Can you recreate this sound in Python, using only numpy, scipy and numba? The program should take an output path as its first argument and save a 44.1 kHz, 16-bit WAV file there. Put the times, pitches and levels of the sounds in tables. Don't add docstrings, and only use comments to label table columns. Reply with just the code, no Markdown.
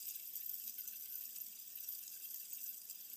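import sys
import numpy as np
from scipy import signal
from scipy.fft import rfft, irfft
from scipy.io import wavfile
from scipy.ndimage import map_coordinates
from numba import njit

SR = 44100
rng = np.random.default_rng(int(sys.argv[2]) if len(sys.argv) > 2 else 0)


def unload_wav(signal):
    wavfile.write(
        sys.argv[1],
        SR,
        np.round(np.clip(np.atleast_2d(signal).T, -1, 1) * 32767).astype(np.int16),
    )


N = 139356

# time in seconds, speed in turns per second.
SPIN_SPEED = [(0, 36.6), (1.5, 19), (3.16, 23)]
# time in seconds, races in dB, cage in dB, body in dB.
ROLLING_LEVELS = [(0, -50, -51.5, -67), (.25, -49, -58, -68), (.6, -48, -57, -69.5),
                  (.76, -49.5, -56.5, -69), (1.2, -48.5, -58, -68), (1.6, -51.5, -58, -69),
                  (1.71, -53, -59.5, -69), (1.78, -48.5, -55.5, -73.5), (2, -50.5, -58.5, -68),
                  (2.4, -47.5, -56.5, -71), (2.47, -56, -59, -67.5), (2.55, -49.5, -54, -73.5),
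                  (2.7, -45.5, -57, -68), (2.79, -51, -60, -75.5), (2.95, -53.5, -57.5, -67.5),
                  (3.16, -50.5, -59.5, -73.5)]
# middle in seconds, nominal length in seconds, outer race in dB, inner race in dB.
CHATTER_FLURRIES = [(0.009, 0.008, -50, -49), (0.069, 0.0046, -42, -41), (0.085, 0.0085, -43, -61),
                    (0.109, 0.005, -41, -62), (0.118, 0.004, -55.0, -52), (0.16, 0.0091, -39.5, -50),
                    (0.199, 0.005, -38, -72), (0.235, 0.0069, -46, -90.0), (0.277, 0.0086, -41, -60),
                    (0.288, 0.0046, -43, -88), (0.335, 0.0042, -48.5, -53.0), (0.356, 0.0064, -41, -55),
                    (0.364, 0.0044, -42, -65), (0.376, 0.004, -46.0, -42), (0.408, 0.012, -40, -59),
                    (0.429, 0.0073, -45.5, -65), (0.443, 0.0071, -43.5, -76.0), (0.463, 0.0067, -39, -61),
                    (0.497, 0.0087, -38, -55.5), (0.512, 0.004, -37, -68), (0.538, 0.0062, -42, -63),
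                    (0.553, 0.0026, -39, -66.5), (0.597, 0.0031, -41, -64), (0.62, 0.0037, -44.0, -61),
                    (0.64, 0.005, -51, -59), (0.655, 0.0032, -51, -65.0), (0.67, 0.004, -46.5, -58),
                    (0.7, 0.0081, -51, -50.0), (0.789, 0.012, -43, -80), (0.807, 0.0083, -46.0, -58),
                    (0.884, 0.0065, -46, -58.5), (0.895, 0.0037, -42, -55.5), (0.933, 0.005, -39, -58.5),
                    (0.96, 0.005, -46, -51), (0.982, 0.0043, -50, -49), (1.003, 0.0033, -47, -60.5),
                    (1.01, 0.0025, -41.5, -57), (1.097, 0.0038, -45.5, -66), (1.145, 0.0045, -47, -46),
                    (1.159, 0.0075, -41, -57.0), (1.185, 0.016, -44, -74.5), (1.211, 0.005, -41, -47),
                    (1.27, 0.0046, -57, -90.0), (1.327, 0.0035, -53.0, -47), (1.36, 0.0063, -42, -59),
                    (1.383, 0.011, -46, -46), (1.412, 0.0073, -42.5, -50), (1.445, 0.0041, -42.5, -61),
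                    (1.466, 0.0039, -49, -48), (1.504, 0.008, -65, -51), (1.594, 0.006, -43, -59),
                    (1.757, 0.0045, -38, -42), (1.773, 0.011, -44.0, -60.5), (1.803, 0.007, -42, -45),
                    (1.89, 0.0058, -40, -56), (1.904, 0.008, -44, -65), (1.928, 0.01, -41.5, -55.5),
                    (1.955, 0.013, -46, -57), (1.974, 0.0051, -43, -70), (2.008, 0.005, -56, -51.0),
                    (2.035, 0.0058, -48.0, -70), (2.103, 0.0052, -64, -55), (2.162, 0.0052, -48.0, -59.5),
                    (2.253, 0.015, -41.5, -56.0), (2.277, 0.0034, -44, -58.0), (2.312, 0.004, -45, -59),
                    (2.345, 0.004, -40, -58), (2.36, 0.005, -47, -57), (2.382, 0.0052, -47, -66),
                    (2.415, 0.0074, -58, -63), (2.431, 0.005, -44.5, -59), (2.533, 0.0055, -51, -39.5),
                    (2.574, 0.0043, -47, -46), (2.643, 0.01, -59, -49.0), (2.691, 0.005, -41, -63),
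                    (2.716, 0.0049, -46, -70), (2.745, 0.0044, -44.5, -94), (2.854, 0.0042, -48.5, -55.5),
                    (2.909, 0.0044, -53, -50), (2.931, 0.0056, -51, -90.0), (2.956, 0.0045, -65, -45),
                    (3.027, 0.0096, -47.0, -58), (3.054, 0.012, -48.5, -48), (3.101, 0.0077, -42.5, -57.0)]
# middle in seconds, nominal length in seconds, level in dB.
CAGE_SCRAPES = [(0.004, 0.015, -48.5), (0.103, 0.019, -51.5), (0.151, 0.02, -50.5), (0.373, 0.039, -51),
                (0.496, 0.011, -53.5), (0.542, 0.01, -54), (0.679, 0.013, -56), (0.879, 0.013, -52),
                (1.033, 0.01, -52), (1.159, 0.021, -57), (1.254, 0.01, -49), (1.366, 0.018, -49.5),
                (1.468, 0.0062, -58), (1.844, 0.013, -51.5), (1.925, 0.0056, -54), (1.951, 0.0088, -49.5),
                (2.034, 0.012, -54.5), (2.08, 0.0066, -54), (2.146, 0.025, -51.5), (2.235, 0.0074, -56),
                (2.256, 0.013, -51), (2.309, 0.0075, -56), (2.346, 0.0054, -46.5), (2.454, 0.01, -53),
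                (2.523, 0.023, -61), (2.553, 0.0057, -54), (2.617, 0.011, -51), (2.664, 0.0078, -48),
                (2.906, 0.013, -48)]
# middle in seconds, nominal length in seconds, level in dB.
BODY_RATTLES = [(0.078, 0.012, -62.5), (0.105, 0.016, -65), (0.153, 0.012, -59.5), (0.199, 0.0089, -61.5),
                (0.421, 0.011, -63), (0.679, 0.018, -63), (0.786, 0.014, -64.5), (0.937, 0.011, -62.5),
                (1.063, 0.015, -64), (1.366, 0.01, -62.5), (1.53, 0.01, -69), (1.577, 0.0091, -66),
                (1.776, 0.017, -64), (1.842, 0.028, -68), (2.078, 0.0096, -72), (2.21, 0.0097, -67.5),
                (2.253, 0.013, -67), (2.522, 0.0088, -69), (2.583, 0.021, -64.5), (3.026, 0.024, -68.5),
                (3.116, 0.01, -64.5)]
# time in seconds, force on the cage in dB, force on the races in dB.
HARD_TICKS = [(0.0872, -44.5, -45), (0.0995, -42, -48.5), (0.1416, -53, -59), (0.3563, -45.5, -49),
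              (0.3705, -46, -60), (0.4951, -46, -47), (0.542, -54, -36), (0.6384, -47.5, -48),
              (0.6763, -43, -41.5), (0.6957, -45.5, -39), (0.8769, -49, -34.5), (0.9108, -57, -43),
              (0.9984, -64, -42.0), (1.0327, -53, -53), (1.141, -54, -45), (1.1567, -46.5, -39),
              (1.403, -48, -62), (1.4658, -49.5, -44.5), (1.5993, -57, -43), (1.7022, -49.5, -56.5),
              (1.8448, -51, -54), (1.896, -59, -41), (1.9234, -46.5, -51.0), (1.981, -57, -49.5),
              (2.037, -48, -47), (2.0789, -42.5, -53.5), (2.3078, -47, -56.5), (2.3431, -47.5, -41.0),
              (2.4566, -55, -56.5), (2.5236, -46.0, -60), (2.5524, -51, -46), (2.615, -49, -49.5),
              (2.6624, -50, -55), (2.8169, -46.5, -49.5), (2.8983, -48, -45), (2.9108, -49, -39),
              (2.9456, -64, -52), (3.0543, -60, -51.0)]
# middle in seconds, nominal length in seconds, mean pitch in Hz, level in dB.
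BRIEF_TONES = [(0.096, 0.027, 6650, -53), (0.16, 0.083, 1663, -77.5), (.2, 0.023, 2300, -70),
               (0.346, .05, 1862, -80), (0.427, 0.034, 1846, -75.5), (0.52, 0.042, 1528, -77),
               (.68, .035, 5780, -57), (.685, 0.034, 6500, -59), (0.794, 0.022, 2137, -74),
               (0.793, 0.017, 1540, -70), (0.86, 0.056, 1464, -77), (0.879, .025, 6170, -57.5),
               (0.94, 0.012, 1585, -67), (0.932, 0.018, 1750, -74), (1.05, 0.11, 1545, -80),
               (1.145, 0.081, 1523, -75), (1.216, 0.034, 1857, -79), (1.764, 0.042, 1841, -76),
               (1.83, 0.062, 1550, -78), (1.846, 0.017, 5640, -53), (1.88, 0.04, 1534, -80),
               (1.952, 0.017, 4780, -59), (2.08, .03, 6700, -60), (2.165, .04, 1571, -73),
               (2.254, 0.018, 3230, -63.5), (2.313, 0.029, 1539, -78), (2.367, 0.032, 6700, -58),
               (2.517, 0.022, 7800, -50), (2.54, .04, 6630, -56), (2.66, 0.051, 1571, -75.5),
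               (2.72, 0.024, 1561, -75.5), (2.9, 0.021, 7420, -54), (3.115, 0.019, 1566, -74.5)]

# frequency in Hz, nominal width in Hz, relative level in dB.
OUTER_RACE_MODES = [(12210, 343, -4), (12300, 450, -8), (12740, 310, -4.5), (13290, 334, 3.5),
                    (13640, 1400, -12.5)]
INNER_RACE_MODES = [(13760, 220, -6), (14560, 610, -6), (15300, 390, 0.5)]
BALL_CAGE_MODES = [(4849, 234, -1), (5280, 590, -7), (5870, 560, -6.5), (6075, 150, 3), (6960, 850, -2),
                   (7230, 490, -4.5), (7657, 530, 0), (8710, 1400, -5), (9760, 1100, -6.5),
                   (10710, 800, -9)]
PLASTIC_BODY_MODES = [(2047, 350, -18.5), (2530, 270, -6), (2676, 105, 2), (3100, 383, -0.5),
                      (3465, 410, 1.5), (3850, 870, -3.5)]
PLASTIC_ARM_MODES = [(1434, 23, -3.5), (1560, 42, -2.5), (1713, 140, -5), (1849, 76, -1.5)]

# mean frequency in Hz, width in Hz halved between two notches, rms wander in Hz.
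TONE_HOLLOWS = [(4317, 240, 140), (6420, 110, 110), (11290, 420, 170)]
# frequency in Hz, relative density in dB per Hz.
HUM_COLOUR = [(25, -68), (50, -39), (90, -25), (150, -5.5), (180, -3), (203, 0.5), (225, 2.5), (260, -2),
              (340, -16.5), (600, -27), (1500, -37), (16000, -104)]
# time in seconds, rms level in dB.
HUM_STRENGTH = [(0, -89), (.62, -85.5), (.685, -75), (.74, -83), (.95, -81), (1.11, -91), (1.3, -85.5),
                (1.4, -88), (1.49, -79), (1.6, -89.5), (1.75, -82.5), (1.9, -89), (3.16, -85.5)]
# frequency in Hz, relative density in dB per Hz.
AIR_COLOUR = [(20, -46), (45, -45), (75, -7), (140, 1.5), (300, 5), (600, 1), (1200, -2.5), (3000, -5.5),
              (16000, -10.5)]
# frequency in Hz, rms level in dB.
STEADY_TONES = [(100, -100), (200, -95), (517, -100)]

SKIRT = 1.372
IMPACTS_PER_S = 3400
SHARED = 0.41
CHATTER_DB, SCRAPE_DB, RATTLE_DB, TICK_DB = -0.5, -0.5, 5, 1.5
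OUTER_DB, INNER_DB = -3.5, -8
ARM_DB = -86
TURN_SWING_DB = 1
PASSES_PER_TURN, PASS_SWING_DB, PASS_SLIP = 2.8, 2, 0.51
CRACKLES_PER_S, CRACKLE_DB, CRACKLE_SPREAD_DB = 260, -66.5, 6.5
GLANCE_DB, GLANCE_LAG_S, GLANCE_SWAY_S = -10.5, 0.0007945, .00009
ROOM_DB, ROOM_T60_S, AIR_DB = -11, .25, -77.5
TOP_HZ = 15270


def bearing():
    turns = np.cumsum(curve(SPIN_SPEED)[0]) / SR
    load = undb(TURN_SWING_DB * np.cos(2 * np.pi * turns) + 1.1 * walk(70))
    passes = PASSES_PER_TURN * turns + PASS_SLIP * walk(45)
    passing_db = PASS_SWING_DB * np.cos(2 * np.pi * passes)
    race_db, cage_db, body_db = curve(ROLLING_LEVELS)
    shared = impacts(scatter_db=4.5)

    def part(modes, roll_db, bursts, wander_db, flutter_db, flare_db):
        rolling = undb(roll_db + wander_db * walk(95)) * load
        own = impacts(scatter_db=2.5)
        stream = rolling * (np.sqrt(SHARED) * shared + np.sqrt(1 - SHARED) * own)
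        flutter = unit(undb(flutter_db * np.tanh(walk(1400))))
        force = (stream + bursts * impacts(scatter_db=1.5)) * flutter
        energy = np.array([undb(db) ** 2 * width for hz, width, db in modes])
        amplitudes = np.sqrt(energy / energy.sum())
        total = 0
        for k, (mode, amplitude) in enumerate(zip(modes, amplitudes)):
            flare = unit(undb(flare_db * np.tanh(walk(110))))
            total = total + (-1) ** k * amplitude * ring(force * flare, [mode])
        return total

    chatter = np.array(CHATTER_FLURRIES)
    outer_bursts = undb(CHATTER_DB) * flurries(chatter[:, [0, 1, 2]], edge=1.7)
    inner_bursts = undb(CHATTER_DB) * flurries(chatter[:, [0, 1, 3]], edge=3.0)
    scrapes = undb(SCRAPE_DB) * flurries(CAGE_SCRAPES, edge=1.4)
    rattles = undb(RATTLE_DB) * flurries(BODY_RATTLES, edge=0.72)
    outer = part(OUTER_RACE_MODES, race_db + OUTER_DB + passing_db, outer_bursts,
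                 wander_db=0.5, flutter_db=3.5, flare_db=4.5)
    inner = part(INNER_RACE_MODES, race_db + INNER_DB + passing_db / 2, inner_bursts,
                 wander_db=1.5, flutter_db=5.5, flare_db=5.0)
    cage = part(BALL_CAGE_MODES, cage_db, scrapes, wander_db=0.56, flutter_db=1.0, flare_db=4.0)
    body = part(PLASTIC_BODY_MODES, body_db, rattles, wander_db=0.7, flutter_db=3.5, flare_db=4.0)
    arms = part(PLASTIC_ARM_MODES, ARM_DB, 0, wander_db=3.0, flutter_db=2.5, flare_db=2.5)
    return outer + inner + cage + body + arms


def grit(rise_s=0.0005, decay_s=0.0015):
    t = np.arange(N) / SR

    def push(column):
        sizes = undb(CRACKLE_SPREAD_DB * np.minimum(rng.exponential(size=N), 3))
        crushed = rng.random(N) < CRACKLES_PER_S / SR
        dust = undb(CRACKLE_DB) * unit(crushed * sizes)
        ticks = 0
        for row in HARD_TICKS:
            slope = np.maximum((row[0] - t) / rise_s, (t - row[0]) / decay_s)
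            ticks = ticks + undb(row[column]) * np.exp(-slope)
        return dust + undb(TICK_DB) * ticks * np.sign(rng.standard_normal(N))

    cage, races = push(column=1), push(column=2)
    sound = ring(cage, BALL_CAGE_MODES) + ring(races, OUTER_RACE_MODES + INNER_RACE_MODES)
    sound = sound + undb(-16) * ring(cage, PLASTIC_BODY_MODES)
    return signal.sosfilt(signal.butter(2, 1900, "high", fs=SR, output="sos"), sound)


def brief_tones(waver=.021, rough_db=3.5, level_db=-2.5):
    total = 0
    for at, length, hz, db in BRIEF_TONES:
        swell = flurries([(at, length, db)], edge=1.5)
        roughness = unit(undb(rough_db * walk(300)))
        cycles = np.cumsum(hz * (1 + waver * walk(400))) / SR
        total = total + swell * np.sqrt(2) * roughness * np.sin(2 * np.pi * cycles)
    return undb(level_db) * total


def glance(x):
    lag = GLANCE_LAG_S + GLANCE_SWAY_S * walk(28)
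    gain = undb(GLANCE_DB)
    reflected = map_coordinates(x, [np.arange(N) - lag * SR], order=5)
    return (x + gain * reflected) / np.hypot(1, gain)


def hollow(x):
    for hz, width, wander in TONE_HOLLOWS:
        centre = hz + wander * walk(6.7)
        x = notch(notch(x, centre, width / 2), centre, width / 2)
    return x


def hum():
    return undb(curve(HUM_STRENGTH)[0]) * noise(HUM_COLOUR)


def room(x):
    t = np.arange(N) / SR
    decay = np.exp(-np.log(1000) * t / ROOM_T60_S)
    tail = rng.standard_normal(N) * decay * (t > .002)
    echo = signal.fftconvolve(x, tail / np.linalg.norm(tail))[:N]
    tones = sum(np.sqrt(2) * undb(db) * np.sin(2 * np.pi * (hz * t + rng.random()))
                for hz, db in STEADY_TONES)
    return undb(ROOM_DB) * echo + undb(AIR_DB) * noise(AIR_COLOUR) + tones


def undb(db):
    return 10 ** (np.asarray(db) / 20)


def unit(x):
    return x / np.sqrt(np.mean(x ** 2))


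def walk(rate):
    steps = rng.standard_normal(4096)
    return unit(np.interp(np.arange(N) / SR * rate, np.arange(len(steps)), steps))


def curve(rows):
    times, *cols = np.array(rows).T
    return [np.interp(np.arange(N) / SR, times, c) for c in cols]


def noise(points):
    hz, db = np.array(points).T
    f = np.maximum(np.fft.rfftfreq(N, 1 / SR), 1)
    gain = undb(np.interp(np.log(f), np.log(hz), db))
    return unit(irfft(rfft(rng.standard_normal(N)) * gain, N))


def ring(x, modes, size=4096):
    f = np.fft.rfftfreq(size, 1 / SR)
    power = sum(undb(db) ** 2 / (1 + (2 * (f - hz) / width) ** 2) ** SKIRT for hz, width, db in modes)
    cepstrum = irfft(np.log(power) / 2)
    cepstrum[1:size // 2] *= 2
    cepstrum[size // 2 + 1:] = 0
    response = irfft(np.exp(rfft(cepstrum)))
    return signal.oaconvolve(x, response / np.linalg.norm(response))[:N]


def impacts(scatter_db):
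    hit = rng.random(N) < IMPACTS_PER_S / SR
    sign = np.sign(rng.standard_normal(N))
    size = undb(scatter_db * np.clip(rng.standard_normal(N), -2, 2))
    return unit(hit * sign * size)


def flurries(rows, edge):
    t = np.arange(N) / SR
    return sum(undb(db) * np.exp(-np.abs((t - at) / (0.63 * length)) ** edge) for at, length, db in rows)


@njit
def notch(x, hz, width):
    y, band, low = np.empty(len(x)), 0., 0.
    for i in range(len(x)):
        g = np.tan(np.pi * hz[i] / SR)
        k = np.pi * width / SR * (g + 1 / g)
        v = (band + g * (x[i] - low)) / (1 + g * (g + k))
        band, low, y[i] = 2 * v - band, low + 2 * g * v, x[i] - k * v
    return y


def scene():
    contacts = hollow(glance(bearing() + grit()))
    spinner = contacts + brief_tones() + hum()
    return (spinner + room(spinner))[None]


def record(dry):
    thin = signal.sosfilt(signal.butter(2, 60, "high", fs=SR, output="sos"), dry)
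    return signal.sosfilt(signal.ellip(12, .2, 80, TOP_HZ, fs=SR, output="sos"), thin)


dry = scene()
out = record(dry)
unload_wav(out)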